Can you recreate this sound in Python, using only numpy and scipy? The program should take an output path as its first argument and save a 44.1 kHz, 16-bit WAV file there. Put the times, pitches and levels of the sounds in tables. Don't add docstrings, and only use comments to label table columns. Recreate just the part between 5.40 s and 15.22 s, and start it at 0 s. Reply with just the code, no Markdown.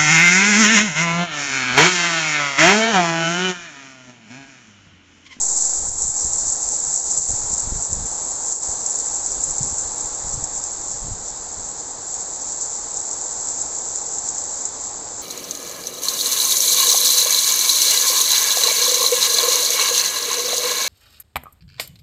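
import sys
import numpy as np
from scipy import signal
from scipy.io import wavfile
from scipy.ndimage import uniform_filter1d

SR = 44100
rng = np.random.default_rng(int(sys.argv[2]) if len(sys.argv) > 2 else 0)


def persist_wave(psi):
    counts = np.round(np.clip(psi, -1, 1) * 32767).astype(np.int16)
    wavfile.write(sys.argv[1], SR, np.atleast_2d(counts).T)


def gain_from_decibels(decibels):
    exponent = np.asarray(decibels, float) / 20
    return 10 ** exponent


N = 433062

# time in seconds, level in dB, dull splash of heavier water in dB re the level.
NEAR_RAIN = [(0.0, -23, -9), (0.08, -18.5, -16), (0.19, -21, -9.5), (0.57, -21.5, -16), (0.6, -20, -17),
             (0.9, -23, -8.5), (1.67, -22, -12), (2.68, -26, -14.5), (3.14, -23.5, -10.5), (3.2, -22, -15),
             (3.25, -24.5, -10), (3.99, -23.5, -16.5), (5.8, -31, -9), (6.7, -31.5, -12), (7.03, -29, -7.5),
             (8.72, -27, -10), (9.33, -30, -10), (9.82, -31, -10)]
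# frequency in Hz, gain in dB per Hz.
PORT_RESPONSE = [(1900, -61.5), (3200, -42.5), (4050, -26), (5050, -19.5), (6000, -8), (6600, -3.5),
                 (7080, 1), (7440, 3.5), (7700, 2.5), (8000, -11), (8300, -16.5), (8500, -33.5),
                 (8700, -60), (9000, -72), (11600, -95.5)]


def evened(x):
    return x / np.sqrt(np.mean(x ** 2) + 1e-20)


def read(points, hz):
    f, value = np.transpose(points)
    return np.interp(np.log(hz + 1), np.log(f + 1), value)


def curve(rows, t, order=1):
    rows = np.array(rows)
    return np.interp(t, rows[:, 0], rows[:, order])


def add(mix, start_s, sound):
    part = mix[max(round(start_s * SR), 0):][:len(sound)]
    part += sound[:len(part)]


def causal(points, lag=.5, size=4096):
    gain_db = np.maximum(read(points, abs(np.fft.fftfreq(size, 1 / SR))), -100)
    log_gain = np.log(gain_from_decibels(gain_db))
    phase = lag * signal.hilbert(log_gain).imag
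    response = np.fft.ifft(np.exp(log_gain - 1j * phase)).real
    return np.roll(response, size // 2 - np.argmax(abs(response)))


def drift(per_s):
    knots = rng.standard_normal(4000)
    return evened(np.interp(np.arange(N) * per_s / SR, np.arange(4000), knots))


def bell(t, middle_s, length_s):
    out = np.zeros(len(t))
    first, last = int((middle_s - 2 * length_s) * SR), int((middle_s + 2 * length_s) * SR)
    span = slice(max(first, 0), last)
    out[span] = np.exp(-(2 * (t[span] - middle_s) / length_s) ** 2)
    return out


def burst(hz, width_s):
    half = int(3 * width_s * SR)
    t = np.arange(-half, half + 1) / SR
    return np.cos(2 * np.pi * hz * t) * np.exp(-(t / width_s) ** 2)


def shower(t):
    return curve(NEAR_RAIN, t)


def handfuls(t):
    # middle in seconds, swell in dB, length in seconds, dull splash in dB re the swell.
    throws = [(0.01, 5.5, 0.026, 1), (0.808, 1, 0.063, 4), (0.94, 3.5, 0.032, -0.6), (1.097, -1, 0.049, 3),
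              (1.564, 2, 0.13, -2.5), (1.79, 3.4, 0.23, 3), (2.205, -1, 0.095, 4.5), (2.444, 4.5, 0.06, -4),
              (3.143, 3, 0.068, -1), (3.468, 0.5, 0.14, -1), (4.06, 2.5, 0.07, -4), (4.41, 4.5, 0.15, -6.5),
              (4.937, 4, 0.028, 1), (5.05, 0, 0.08, -1), (5.155, 4.5, 0.04, -5), (5.26, 2, 0.035, -2),
              (5.52, 2, 0.13, 2.9), (5.894, 2.5, 0.048, 4), (6.74, 4.5, 0.035, 0.9), (6.813, 4, 0.05, 2),
              (7.225, 0.5, 0.046, 3), (7.577, 3, 0.024, 2), (7.72, -1, 0.041, 0.3), (8.11, 4.0, 0.07, -5),
              (8.216, 0, 0.05, 2), (8.565, 1, 0.049, 5), (8.87, 1, 0.065, 2), (9.002, 2, 0.11, 0.2),
              (9.27, 3, 0.05, -1.5), (9.8, 1.5, 0.02, -1)]
    # middle in seconds, swell in dB.
    spills = [
        (.22, 2),
        (.63, 0.5),
        (2.76, 1),
        (3.56, 2),
        (4.23, 4),
        (6.4, 7),
        (7.11, 6.5),
        (8.09, 7),
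    ]
    spill_s = 0.061
    whole_db = -0.1 * drift(per_s=18)
    whole_db = whole_db + sum(db * bell(t, s, length_s) for s, db, length_s, _ in throws)
    dull_db = 1.0 * drift(per_s=9)
    dull_db = dull_db + sum(db * bell(t, s, length_s) for s, _, length_s, db in throws)
    return whole_db, dull_db + sum(db * bell(t, s, spill_s) for s, db in spills)


def patter():
    t = np.arange(N) / SR
    thrown = (rng.random(N) < 45 / SR) * rng.exponential(1, N)
    clustering = signal.lfilter([1], [1, -np.exp(-1 / (0.013 * SR))], thrown)
    density_per_s = 2200 * (.75 + .6 * clustering)
    size = gain_from_decibels(2.4 * np.minimum(rng.exponential(1, N), 3.2)) * rng.choice([-1., 1.], N)
    ticks = evened(size * (rng.random(N) < density_per_s / SR))
    kind, pitches_hz = rng.integers(0, 8, N), np.linspace(3500, 9100, 8)
    voiced = sum(signal.oaconvolve(ticks * (kind == k), burst(hz, 0.0003), "same")
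                 for k, hz in enumerate(pitches_hz))
    power = signal.lfilter([1], [1, -np.exp(-1 / (0.00057 * SR))], ticks ** 2)
    scatter = np.sqrt(power) * rng.standard_normal(N)
    spray = gain_from_decibels(0.95 * drift(per_s=17)) * rng.standard_normal(N)
    x = gain_from_decibels(-8.5) * evened(voiced) + gain_from_decibels(-3.5) * evened(scatter) + gain_from_decibels(-1.5) * spray
    x = evened(signal.oaconvolve(x, causal(PORT_RESPONSE), "same"))
    swell_db, dull_db = handfuls(t)
    dull = signal.sosfiltfilt(signal.butter(2, 6100, fs=SR, output="sos"), x)
    splash_db = 0.6 * (curve(NEAR_RAIN, t, order=2) + 12.5) + dull_db
    x = x + (gain_from_decibels(splash_db) - 1) * dull
    return gain_from_decibels(-0.99 + shower(t) + swell_db) * x


def all_drops():
    # time in seconds, peak in dB, dull slap in dB re the tick.
    large = [(0.1775, -6, -17), (0.619, -6, -17), (0.6799, -6, -17), (0.9827, -7, -17), (1.288, -6, -17),
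             (1.3199, -6, -17), (1.5604, -5, -17), (1.713, -8, -17), (1.7749, -5, -17), (2.138, -6, -17),
             (2.4234, -6, -17), (2.5292, -5, -17), (3.1233, -6, -17), (3.461, -6, -17), (3.5558, -6, -17),
             (3.5997, -10, -17), (3.8611, -8, -17), (3.918, -10, -17), (4.0372, -6, -17),
             (4.1071, -10, -17), (4.1814, -8, -17), (4.2298, -6, -17), (5.0389, -8, -17), (5.238, -10, -17),
             (7.2115, -13, -17), (7.5702, -11, -17), (7.7119, -10, -17), (8.0855, -10, -17),
             (8.982, -9, -17), (9.2529, -6, -17)]
    # time in seconds, peak in dB.
    more_large = [(0.0134, -8), (0.0333, -6), (0.0508, -8), (0.2084, -7), (0.2219, -5), (0.4858, -6),
                  (0.8081, -7), (0.9323, -6), (1.0804, -8), (1.0999, -6), (1.1223, -6), (1.5754, -5),
                  (1.7854, -6), (1.9044, -9), (2.1794, -8), (2.1954, -7), (2.4488, -9), (3.5054, -9),
                  (3.7449, -10), (4.3819, -10), (4.6074, -11), (4.9404, -11), (5.5154, -13), (6.7406, -13),
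                  (7.7308, -11), (7.8131, -10), (8.2147, -8), (8.5574, -11), (8.7839, -10), (8.8872, -8)]
    stray_count, over_shower_db, spread_db, slap_db = 90, 11, 4.5, -18
    ring_up_s = .0012
    when, size, dull = rng.random((stray_count, 3)).T
    stray_s = when * N / SR
    stray_db = shower(stray_s) + over_shower_db - spread_db * size
    strays = np.c_[stray_s, stray_db, slap_db + 8.0 * (dull - .5)]
    more_rows = [(s, db, slap_db) for s, db in more_large]
    placed = np.vstack([large, more_rows]) + [ring_up_s, 0, 0]
    return np.vstack([placed, strays])


def drops():
    hits, slaps, t = np.zeros(N), np.zeros(N), np.arange(2600) / SR
    rows = all_drops()
    chance = rng.random((len(rows), 2, 2600))
    for (s, db, slap_db), (when, size) in zip(rows, chance):
        splash_db = -17.5 + 12 * (size[0] - .5)
        crown = 0.85 * np.exp(-t / 0.006)
        mist = gain_from_decibels(np.minimum(splash_db + 9.5, -7) - 60 * t / 0.02)
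        droplets = (when < 1400 / SR) * (2 * size - 1)
        droplets = droplets * np.maximum(crown, mist) * (t > .0016)
        droplets[0] = 1
        add(hits, s, gain_from_decibels(db - .2) * droplets)
        add(slaps, s, gain_from_decibels(db + slap_db - 4.5) * droplets)
    highpass = signal.butter(2, 6800, "high", fs=SR, output="sos")
    port = signal.sosfiltfilt(highpass, causal(PORT_RESPONSE))
    ringing = signal.oaconvolve(hits, port / abs(port).max(), "same")
    return ringing + signal.oaconvolve(slaps, burst(5680, 0.00065), "same")


def gusts(t):
    # start in seconds, length in seconds, rumble in dB, flutter in dB re the rumble.
    gust_rows = [(0.366, .22, -35, -10), (.604, .108, -37, -8), (.827, .15, -38, -14), (1.0, 0.11, -42, -6),
                 (1.25, .05, -44, -9), (1.456, 0.078, -46, -4), (1.771, 0.046, -37, 2),
                 (1.865, 0.35, -39, -7), (2.206, 0.21, -34, -6), (2.49, 0.19, -32, -5),
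                 (2.7, 0.071, -45, -8), (3.265, 0.083, -42, -17), (3.94, .06, -49, -4),
                 (4.068, .064, -38, -5), (4.18, .098, -36, 5), (4.307, .046, -38, -6),
                 (4.443, 0.053, -35, -10), (4.63, .034, -37, -19), (4.84, 0.22, -34.5, -9),
                 (5.108, 0.1, -48, -12), (5.37, .05, -45, -4), (5.523, 0.076, -44, -7),
                 (5.608, 0.16, -36, -1), (6.12, 0.14, -41, -11)]
    # time in seconds, rumble in dB.
    breeze_rows = [(0, -57), (.3, -57), (1, -46.5), (1.35, -56), (1.5, -50), (1.7, -51), (2.7, -50),
                   (3.1, -55), (3.7, -52.5), (4.0, -46), (4.6, -50.5), (5.2, -51.5), (5.5, -49),
                   (6.0, -50.5), (6.25, -52), (6.5, -56), (9.82, -56.5)]
    edge_s, breeze_flutter_db = .04, -6.5
    slow = t[::64]
    shape = []
    for s, length_s, *_ in gust_rows:
        to_edge_s = np.minimum(slow - s, s + length_s - slow)
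        shape.append(np.clip(to_edge_s / edge_s + .5, 0, 1) ** 2)
    _, _, db, flutter_db = np.transpose(gust_rows)
    breeze = gain_from_decibels(curve(breeze_rows, slow))
    rumble = gain_from_decibels(db - 5.5) @ np.array(shape) + breeze
    flutter = gain_from_decibels(db + flutter_db - 9.5) @ np.array(shape) + gain_from_decibels(breeze_flutter_db) * breeze
    return np.interp(t, slow, rumble), np.interp(t, slow, flutter)


def blow(hz):
    turns = np.arange(-SR / hz, 4 * SR / hz) * hz / SR
    snap = min(65 / hz, 1) ** 2
    edge = sum(np.cos(2 * np.pi * k * turns + 1.2) / k for k in range(2, 7))
    swing = np.cos(2 * np.pi * turns) + 0.52 * snap * edge * np.exp(-(turns / 0.51) ** 2)
    width_turns = np.where(turns < 0, 0.069 + hz / 250, 0.19 + hz / 110)
    return swing * np.exp(-(turns / width_turns) ** 2)


def wind():
    # time in seconds, peak in dB, swing in Hz.
    blow_rows = [(0.488, -28, 40), (0.652, -29, 50), (0.693, -29, 103), (0.851, -27, 56), (1.909, -29, 49),
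                 (1.937, -28, 112), (2.108, -32, 54), (2.134, -27, 65), (2.276, -22, 44), (2.324, -19, 58),
                 (2.362, -24, 34), (2.501, -31, 68), (2.528, -24, 80), (2.572, -26, 53), (2.624, -26, 52),
                 (2.65, -32, 55), (3.295, -29, 56), (4.212, -21, 140), (4.248, -30, 90), (4.327, -28, 77),
                 (4.65, -33, 43), (4.849, -31, 46), (4.872, -32, 56), (4.941, -30, 106), (4.979, -25, 113),
                 (5.028, -30, 36), (5.651, -32, 90), (5.685, -28, 73), (5.714, -25, 109), (6.178, -33, 68)]
    t, lumps = np.arange(N) / SR, gain_from_decibels(2.0 * np.clip(drift(per_s=45), -2, 1.2))
    rumble, flutter = rng.standard_normal((2, N))
    rumble = signal.sosfilt(signal.butter(2, [7, 55], "band", fs=SR, output="sos"), rumble)
    flutter = signal.sosfilt(signal.butter(2, [90, 190], "band", fs=SR, output="sos"), flutter)
    low, high = gusts(t)
    out = lumps * (low * evened(rumble) + high * evened(flutter))
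    for s, db, hz in blow_rows:
        add(out, s - 1 / hz, gain_from_decibels(db - 1.5) * blow(hz))
    return out


def wash():
    # time in seconds, level in dB.
    far_rain = [(0, -40.5), (1, -41), (2, -39.5), (3, -40), (3.9, -39.5), (4.8, -39.5), (5.8, -41.5),
                (7, -41), (8.1, -40.5), (9, -40), (9.82, -40.5)]
    # frequency in Hz, level in dB per Hz.
    far_spectrum = [(15, -27), (25, -5), (121, -7.5), (172, -10.5), (306, -4), (357, -5), (456, -1.5),
                    (650, -4), (830, 1.5), (1040, -5.5), (1650, -13), (2870, -25), (3920, -13.5),
                    (5000, -11), (6500, -18.5), (11000, -120)]
    frames, hz = N // 512 + 5, np.fft.rfftfreq(2048, 1 / SR)
    a, b, patches = rng.standard_normal((frames, 1025, 3)).T
    patches = uniform_filter1d(patches, size=24, axis=0)
    patches = evened(uniform_filter1d(patches, size=6, axis=1))
    z = (a + 1j * b) * gain_from_decibels(read(far_spectrum, hz)[:, None] + 0.68 * patches)
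    x = signal.istft(z, nperseg=2048, noverlap=1536)[1][:N]
    return gain_from_decibels(1.0 + curve(far_rain, np.arange(N) / SR)) * evened(x)


def scene():
    return (patter() + drops() + wind() + wash())[None]


def low_pass(x):
    return signal.sosfilt(signal.butter(12, 15900, fs=SR, output="sos"), x)


def record(dry):
    # start in seconds, depth in dB, hold in seconds.
    dips = [
        (0, 1, 0.093),
        (0.483, 3.5, 0.11),
        (0.655, 3, 0.096),
        (1.574, 3, 0.079),
        (1.789, 4, 0.098),
        (2.42, 1.5, 0.071),
        (3.136, 6, 0.083),
    ]
    click_s, click_db = 4.6733, -23.7
    t = np.arange(N) / SR
    dip_db = sum(db * ((t > s) & (t < s + hold_s)) for s, db, hold_s in dips)
    x = dry / gain_from_decibels(uniform_filter1d(dip_db, size=1300))
    edge = signal.firwin(401, 8620, window=("kaiser", 9), fs=SR)
    x = signal.oaconvolve(0.57 * np.tanh(x / 0.53), edge[None], "same")
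    x = x - 0.028 * np.exp(-t / 0.51)
    x = x + gain_from_decibels(click_db) * (np.arange(N) == round(click_s * SR))
    return low_pass(x)


dry = scene()
out = record(dry)
persist_wave(out)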